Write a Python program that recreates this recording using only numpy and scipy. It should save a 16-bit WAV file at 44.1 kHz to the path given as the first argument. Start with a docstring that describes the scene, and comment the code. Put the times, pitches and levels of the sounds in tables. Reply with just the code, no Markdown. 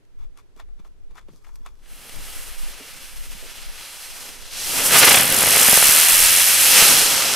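"""Feet crunch and shuffle on grit at night while wind thumps on the microphone; then a fuse hisses.
A ground spinner's side jet roars and spins its tube up: the beam sweeps past, the tube hums, sparks pop.
Fire is coloured noise and clicks, split into bands with moving levels; the hum is two sine waves.
Pops are short pressure dips, footsteps are filtered grit noise, wind and night are shaped noise.
The loudest peaks clip."""
import sys
import numpy as np
from scipy import signal
from scipy.fft import rfft, irfft
from scipy.io import wavfile
from scipy.ndimage import uniform_filter1d

SR = 44100
rng = np.random.default_rng(int(sys.argv[2]) if len(sys.argv) > 2 else 0)


def store_pcm(level_fs):
    """Save levels as 16-bit WAV."""
    pcm = np.round(np.clip(level_fs, -1, 1) * 32767).astype(np.int16)
    wavfile.write(sys.argv[1], SR, np.atleast_2d(pcm).T)


N = 324135
T = np.arange(N) / SR  # time of each sample [s]
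HZ = np.maximum(np.fft.rfftfreq(N, 1 / SR), 1)  # pitch of each spectrum bin [Hz]
LR = np.array([[1], [-1]])  # plus for left, minus for right


def undb(db):
    """Turn decibels into a plain gain."""
    return 10 ** (np.asarray(db) / 20)


def level(x, db):
    """Scale a sound to a given average (RMS) level."""
    return x * undb(db) / np.sqrt(np.mean(x ** 2))


def curves(table):
    """Columns of a time table, one value a sample, joined by straight lines."""
    times, *columns = np.transpose(table)
    return [np.interp(T, times, column) for column in columns]


def over_hz(table, hz):
    """A spectrum table read on a log-frequency axis."""
    table_hz, values = np.transpose(table)
    return np.interp(np.log(hz), np.log(table_hz), values)


def walk(rate):
    """A smooth random wander: levels held for 1 / rate s, then averaged twice; spread near 1."""
    held = int(SR / rate)
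    steps = np.repeat(rng.standard_normal(N // held + 1), held)
    return 1.47 * uniform_filter1d(uniform_filter1d(steps, held), held)[:N]


def grains(rate, spread_db):
    """Lone clicks at random moments, a few far bigger than the rest."""
    chance, size = rng.random((2, N))
    return (chance < rate / SR) * undb(-spread_db * np.log(1 - size))


def band(x, lo_hz, hi_hz):
    """Keep the pitches between two edges."""
    edges = [lo_hz, min(hi_hz, .45 * SR)]
    return signal.sosfilt(signal.butter(2, edges, "band", fs=SR, output="sos"), x)


def pair(like, extra=0):
    """Spectrum of left and right noise of a given likeness; extra is shared by both."""
    mid, side = rfft(rng.standard_normal((2, N)))
    return np.sqrt((1 + like) / 2) * mid + np.sqrt((1 - like) / 2) * side * LR + extra


# how fast the tube turns: (time [s], speed [turns a second])
SPIN = [(4.6, 0), (4.97, 8.6), (5.2, 41.8), (5.47, 50.6), (5.92, 76.7), (6.1, 83.9), (6.35, 89),
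        (6.7, 87.6), (6.85, 91.9), (7.0, 87.8), (7.15, 78.5), (7.35, 68.8)]


def turns():
    """Turns made so far: the turning speed added up over time."""
    return np.cumsum(curves(SPIN)[0]) / SR


# burning powder, first the fuse, then the jet: (time [s], flame level [dB], hiss against flame [dB])
# the hiss then counts against its own average in the even burn
BURN = [(1.75, -67, -7), (1.94, -52, 2.5), (2.2, -44, 0.5), (2.45, -44.5, 5), (2.53, -45, 0.5),
        (2.62, -45, 2), (2.77, -44, -2), (3.2, -46.5, 1.5), (3.35, -44, 0.5), (3.62, -44.5, -2.5),
        (3.72, -47, -2), (3.82, -42.5, -1.5), (3.95, -44, 2.5), (4.25, -42.5, 1.5), (4.38, -47, 0.5),
        (4.5, -45.5, -1.5), (4.56, -38, 0), (4.68, -34.5, 7.5), (4.8, -28, 7.5), (4.88, -24.5, 4),
        (4.96, -16, 4), (5.05, -13, -1), (5.19, -17, 1), (5.25, -24, 3.5), (5.48, -21.5, 4),
        (5.7, -18.5, 6), (6.6, -21.5, 5.5), (6.7, -20.5, 7), (6.78, -16, 3), (6.9, -19.5, 5.5),
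        (7.14, -25, 4), (7.35, -26, -0.5)]
# slow change of colour against the flame: (time [s], rumble [dB], roar [dB], fizz [dB])
# each then counts against its own average in the even burn
TONE = [(1.8, -8.5, -8, -2.5), (2.4, -25, -7.5, -1), (3.3, -18.5, -10, -1), (4.0, -29, -8, 1),
        (4.4, -18, -7, 2), (4.64, -24, -10, 6.5), (4.76, -18, -5.5, 3), (4.9, -20, -7, -1),
        (5.15, -25.5, -8.5, -4), (5.5, -22.5, -8.5, -1), (6.3, -35.5, -12, -0.5), (6.6, -26, -10.5, 1.5),
        (7.15, -22, -6, 3.5)]
# centres of rumble, roar, flame, fizz and hiss: (pitch [Hz])
PART_HZ = [120, 1000, 2400, 5100, 10000]
# colour of the even burn: (pitch [Hz], level per Hz [dB])
BURN_COLOUR = [(41, -29), (70, -15.5), (165, -14), (340, -11.5), (381, -9), (534, -8), (899, -5.5),
               (962, -4), (1050, -4.5), (2780, -3), (3730, -2), (6710, -2.5), (10100, 0), (12900, -2.5),
               (15500, -15)]
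# likeness of the left and right gas noise: (pitch [Hz], likeness [-1 to 1])
BURN_LIKE = [(60, -0.39), (130, 1), (290, 0.94), (640, 0.79), (1410, 0.84), (3100, 0.91), (6820, 0.75),
             (15000, 0.62)]
# beam of the turning jet: (time [s], bass lobe [dB], treble lobe [dB], second treble lobe [dB])
BEAM = [(4.7, 0.5, 2.5, 1.5), (5.0, 3, 2, 1.5), (5.1, 4.5, 1.5, 3), (5.2, 4.5, 2.5, 2), (5.27, 1, 2, 3),
        (6.35, 1, 2.5, 1.5), (6.6, 0.5, 0.5, 1.5), (7.35, .5, .5, 1.2)]
# sparks: (time [s], rate [pops a second], size before the crackle is mixed in and coloured [dB])
SPARKS = [(1.8, 380, -23), (4.8, 160, -14), (5.2, 230, -4), (5.9, 690, -14.5), (6.3, 220, -12.5),
          (7.35, 250, 0)]
START_TURN, BASS_LAG_TURN, TREBLE_LAG_TURN = .16, -.42, -.03  # [turns]
BURN_PAN_DB, TOP_PAN_DB = -.4, -0.6  # left minus right; the second is added above 11 kHz
RUMBLE_WAVER_DB = 3
FUSE_SPUTTER_DB, JET_SPUTTER_DB = 1.3, .6  # depth of the quick dips in the flame
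JET_S = 5.3  # from here the jet burns evenly


def burn():
    """Turbulent gas noise and spark crackle in half-octave bands; the jet's beam sweeps bass and treble apart."""
    flame_db, hiss_db = curves(BURN)
    rumble_db, roar_db, fizz_db = curves(TONE)
    rumble_db = rumble_db + RUMBLE_WAVER_DB * walk(9)

    bass_db, treble_db, second_db = curves(BEAM)
    turn = START_TURN + turns()
    spinning = np.clip((T - SPIN[0][0]) / 0.12, 0, 1)
    bass = spinning * bass_db * np.cos(2 * np.pi * (turn - BASS_LAG_TURN))
    ahead = 2 * np.pi * (turn - TREBLE_LAG_TURN)
    treble = spinning * (treble_db * np.cos(ahead) + second_db * np.cos(2 * ahead))

    rate, size_db = curves(SPARKS)
    sparks = level(-grains(rate, spread_db=6.0), 0) * undb(size_db)
    crackle = rfft(sparks) / (1 + 1j * HZ / 9300.0)  # softens the treble
    like = np.clip(over_hz(BURN_LIKE, np.maximum(HZ, 100)), -1, 1)
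    gas = pair(like, crackle) * undb(over_hz(BURN_COLOUR, HZ))
    gas = gas * echoes()
    gas = gas / np.std(irfft(gas[0] * (HZ > 1500) * (HZ < 3700), N))  # the flame's pitches set the level

    parts_db = np.array([rumble_db, roar_db, 0 * T, fizz_db, hiss_db])
    parts_db -= parts_db[:, T > JET_S].mean(axis=1)[:, None]  # the colour table holds the even balance
    depth_db = FUSE_SPUTTER_DB + (JET_SPUTTER_DB - FUSE_SPUTTER_DB) * spinning
    sputter = depth_db * np.minimum(walk(60), .6)
    out = 0
    for hz in 45 * 2 ** np.arange(0, 9, .5):
        share = np.cos(np.pi / 2 * np.clip(2 * np.log2(HZ / hz), -1, 1)) ** 2  # neighbours overlap
        place = np.interp(np.log(hz), np.log(PART_HZ), range(len(parts_db)))
        below = min(int(place), len(parts_db) - 2)
        mix = place - below  # how far this band lies towards the next part
        high = np.clip(np.log2(hz / 3300.0) / 1.37, 0, 1)
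        db = (1 - mix) * parts_db[below] + mix * parts_db[below + 1]
        db = db + (1 - high) * bass + high * treble
        db = db + TOP_PAN_DB * LR / 2 * (hz > 11000)
        out = out + undb(db + sputter + 0.45 * walk(22)) * irfft(gas * share, N)
    fade_in = np.clip((T - BURN[0][0]) / 0.12, 0, 1)
    return out * undb(flame_db + BURN_PAN_DB * LR / 2) * fade_in


# hum at the turning rate, before it wavers: (time [s], level [dB])
HUM = [(5.3, -62), (5.65, -50), (5.9, -58), (6.1, -41), (6.35, -50.5), (6.7, -51), (7.35, -67)]
HUM_OCTAVE_DB = -3  # twice-a-turn hum against once-a-turn, before both waver


def hum():
    """The whirling tube pushes the air once and twice a turn."""
    angle = 2 * np.pi * turns()
    once = np.sin(angle) * undb(4.1 * walk(12))
    twice = np.sin(2 * angle) * undb(HUM_OCTAVE_DB + 3.4 * walk(14))
    return (once + twice) * undb(curves(HUM)[0]) * (T > SPIN[0][0])


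# loud pops of the charge, each dip centred 40 samples later, before echoes:
# (time [s], dip scale [dB], crack against dip scale [dB], thump against dip scale [dB])
POPS = [(5.421, -10.5, -4, -12), (5.436, -7, -8, -16), (5.474, -11.5, -7, -14), (5.556, -14.5, 7, -22),
        (5.569, -12, 5, -22), (5.621, -14.5, 5, -12), (5.685, -8.5, 2, -4), (5.701, -26, -4, -12),
        (5.73, -3.5, -14, -11), (5.775, -4.5, -10, -14), (5.826, -7.5, 6, -17), (5.929, -32, -2, -14),
        (6.824, -5.5, -16, -10)]
POP_WIDTH_S = 0.00086


def pops():
    """Each pop is one short pressure dip with a rebound, a sharp crack and the tube's low kick."""
    out, t = np.zeros(N), np.arange(-200, 600) / SR
    thump = -np.sin(2 * np.pi * 247.0 * t) * (t > 0) * np.exp(-t / 0.003)  # the tube's low kick
    crack = -np.cos(2 * np.pi * 1900. * t) * np.exp(-(t / .0003) ** 2)
    rebound = .5 * np.exp(-((t / POP_WIDTH_S - .6) * 2.) ** 2)
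    dip = -np.exp(-(t / POP_WIDTH_S * 3.5) ** 2) + rebound
    for s, db, crack_db, thump_db in POPS:
        pop = dip + undb(crack_db) * crack + undb(thump_db) * thump
        out[int(s * SR):][:len(t)] += undb(db) * pop
    return irfft(rfft(np.roll(out, -160)) * echoes(), N)


# ground and walls near the spinner: (delay [ms], left bass gain [ratio], right bass gain [ratio])
ECHOES = [(.25, -.1, -.09), (.39, .09, .07), (.67, -0.038, -0.043), (1.11, -.06, -0.021),
          (1.47, -0.023, 0.065), (2.7, -0.064, -0.1), (3.92, 0.12, 0.1), (7.44, 0.11, 0.13)]
# peaks and dips on the way to the microphone: (pitch [Hz], width [Hz], height [dB])
PATH = [(1040, 90, -4), (2750, 500, 3), (3400, 250, 1.5), (3720, 260, -4), (4100, 200, 2),
        (4400, 300, -2.5), (7000, 700, -2)]


def echoes():
    """Left and right response of the near surfaces; rough ground scatters the treble away."""
    near = sum(np.array([[l], [r]]) * np.exp(-2j * np.pi * HZ * ms / 1000) for ms, l, r in ECHOES)
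    colour = sum(db / (1 + (2 * (HZ - hz) / width) ** 2) for hz, width, db in PATH)
    return (1 + near / np.sqrt(1 + (HZ / 1260.0) ** 4)) * undb(colour)


# single crunches and knocks: (time [s], ring peak before a broader noise joins it [dB], main ring [Hz],
# treble against ring peak [dB], time to fade by 60 dB [s], left minus right [dB])
CRUNCH = [(0.244, -58, 463, -8, 0.055, 5), (0.355, -61, 1090, -20, 0.055, 3.5),
          (0.373, -52, 1050, -3, 0.06, 4.5), (0.563, -49, 417, -9, 0.08, 5.0),
          (0.597, -39, 1220, -18, 0.067, 5.0), (0.686, -57, 947, -17, 0.065, 2.5),
          (0.794, -43.5, 300, -21, 0.043, 4.0), (0.848, -47, 1050, -24, 0.077, 5.0),
          (0.974, -63, 234, -16, 0.06, 1.0), (1.109, -53, 393, -19, 0.055, 3.5),
          (1.157, -46, 1190, -18, 0.06, 6.0), (1.178, -39.5, 1400, -17, 0.078, 6.0),
          (1.285, -40, 307, -25, 0.036, 4.0), (1.3, -49, 170, -30, 0.22, 4),
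          (1.334, -48, 267, -12, 0.06, -9), (1.445, -48.5, 1910, -7, 0.074, 4.0),
          (1.465, -49, 1110, -15, 0.074, 3.0), (1.491, -47, 1330, -22, 0.06, 3.0),
          (1.608, -52, 250, -11, 0.06, 2.0), (1.661, -35, 1060, -21, 0.058, 2.5),
          (1.858, -46, 2580, -13, 0.055, 2), (2.16, -37.5, 156, -21, 0.21, -2),
          (2.798, -39, 450, -6, 0.18, -4), (2.95, -47, 154, -20, .15, 0), (3.34, -43, 161, -20, 0.14, -6),
          (3.426, -38.5, 498, -3, 0.2, -1.0)]


def feet():
    """Dense grit clicks under the sole, cloth swish, and crunches that ring low with a gritty tail."""
    sole, cloth = scuffs()
    clicks = np.minimum(grains(5000., spread_db=3.0), 8) * rng.standard_normal(N)
    grit = clicks + .45 * rng.standard_normal((2, N))
    low = band(grit, 860.0, 1350.0) + 0.29 * band(grit, 2040.0, 2440.0)
    low = low + .5 * band(grit, 3270.0, 3540.0) + .5 * band(grit, 300.0, 4000.0)
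    high = band(grit, 3200., 8000.) + .4 * band(grit, 7000., 12000.)
    out = (level(low, 0) * sole + level(high, 0) * cloth) * undb(1.6 * LR)  # louder on the left

    t = T[:SR // 4]
    noise = rng.standard_normal((len(CRUNCH), 2, len(t)))
    for (s, db, hz, treble_db, t60, pan_db), (ring_noise, crack_noise) in zip(CRUNCH, noise):
        fade = np.exp(-np.log(1000) * t / np.clip(t60, .01, 1))
        ring = band(ring_noise * fade, hz * 0.52, hz * 1.34)
        hit = ring / abs(ring).max() + undb(-7.5) * band(ring_noise * fade, 180.0, 2800.0)
        crack = band(crack_noise * fade ** 5.9, 3000., 11000.0)  # fades faster than the ring
        hit = hit + undb(treble_db) * crack / abs(crack).max()
        out[:, int(s * SR):int(s * SR) + len(t)] += undb(db + pan_db * LR / 2) * hit
    return out


# feet shuffling, one row a scuff, before the left-right tilt:
# (time [s], held for [s], grit level [dB], cloth level [dB])
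SHUFFLE = [(.197, 0.051, -60, -72), (.375, 0.028, -55.5, -63), (.567, 0.027, -64, -68),
           (.6, 0.0089, -48.5, -66), (.798, 0.0049, -59, -70), (.85, .025, -62, -67),
           (1.11, 0.0067, -61.5, -74), (1.158, 0.012, -56, -63), (1.18, 0.0082, -49, -59),
           (1.215, .012, -62, -72), (1.284, .01, -61, -73), (1.31, .07, -82, -66.5),
           (1.445, .045, -63, -66), (1.556, .004, -71, -66), (1.665, 0.011, -48.5, -62)]
SCUFF_RISE_DB_PER_S, SCUFF_FALL_DB_PER_S = 1000, 800
# a faint rustle between the last scuffs: from and to [s], then its levels
RESTLESS_S, RESTLESS_GRIT_DB, RESTLESS_CLOTH_DB = (1.32, 1.9), -69.5, -71.5


def scuffs():
    """Gains of grit and cloth: each scuff swells, holds and dies away at the same rates."""
    restless = uniform_filter1d(1. * (T > RESTLESS_S[0]) * (T < RESTLESS_S[1]), size=SR // 20)
    out = restless * undb([[RESTLESS_GRIT_DB], [RESTLESS_CLOTH_DB]])
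    for s, held, grit_db, cloth_db in SHUFFLE:
        before_db = SCUFF_RISE_DB_PER_S * np.maximum(s - T, 0)
        after_db = SCUFF_FALL_DB_PER_S * np.maximum(T - s - held, 0)
        out = out + undb([[grit_db], [cloth_db]]) * undb(-before_db - after_db)
    return out


# thin snaps: (time [s], peak level midway between the sides [dB], left minus right [dB])
SNAPS = [(0.0514, -58, 1.0), (0.374, -41, 4.0), (0.5636, -49, 3.5), (0.6, -42, 3.5), (0.797, -62, 4.0),
         (1.286, -55, 2.5), (1.5567, -37.5, 4), (1.6626, -36, 2.5), (1.7544, -53, 2.0)]


def snaps():
    """Each snap is a few milliseconds of bright noise."""
    out, t = np.zeros((2, N)), T[:SR // 20]
    noise = rng.standard_normal((len(SNAPS), len(t)))
    for (s, db, pan_db), snap_noise in zip(SNAPS, noise):
        snap = band(snap_noise * np.exp(-t / .002), 1200., 9000.)
        out[:, int(s * SR):int(s * SR) + len(t)] += undb(db + pan_db * LR / 2) * snap / abs(snap).max()
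    return out


# wind gusts, before they waver: (time [s], level [dB])
WIND = [(0, -46), (.1, -43.5), (1.12, -35.5), (1.17, -48), (1.25, -41), (2.04, -44), (2.17, -26),
        (2.38, -38), (2.6, -32), (2.79, -45), (3.0, -33.5), (3.2, -31), (3.65, -32.5), (3.78, -40),
        (4.5, -44), (4.79, -34.5), (5.0, -44), (6.1, -39), (6.23, -27), (6.36, -41), (7.35, -41)]
# colour of the wind, its overall level set by the gusts: (pitch [Hz], relative level per Hz [dB])
WIND_COLOUR = [(2.9, -40), (5.0, 2), (21, 12), (36, -13), (51, 1), (57, -13), (65, -18), (108, -42),
               (160, -21), (210, -43), (350, -120)]
WIND_WAVER_DB = 4.5


def wind():
    """Gusts push the two microphone ports mostly against each other."""
    thump = irfft(pair(-0.72) * undb(over_hz(WIND_COLOUR, HZ)), N)
    return level(thump, 0) * undb(curves(WIND)[0] + WIND_WAVER_DB * walk(6.9))


# colour of the night air, its overall level set below: (pitch [Hz], relative level per Hz [dB])
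NIGHT = [(47, -28), (80, 1), (185, -11), (417, -8), (607, -16.5), (1150, -22), (1470, -22), (6130, -31),
         (10000, -34), (14500, -42), (15500, -49)]
NIGHT_DB = -62


def night():
    """Far traffic and microphone hiss, as one steady noise, nearly unrelated left and right."""
    air = irfft(pair(0.05) * undb(over_hz(NIGHT, HZ)), N)
    return level(air, NIGHT_DB)


def scene():
    """Fire, tube, pops, feet, snaps, wind and night air added together."""
    return burn() + hum() + pops() + feet() + snaps() + wind() + night()


TOP_HZ = 15600  # nearly nothing passes above this


def record(dry):
    """The hand-held phone clips just under full scale, then cuts the top."""
    clipped = np.clip(dry, -.98, .98)
    return signal.sosfilt(signal.ellip(12, .2, 90, TOP_HZ, fs=SR, output="sos"), clipped)


dry = scene()
out = record(dry)
store_pcm(out)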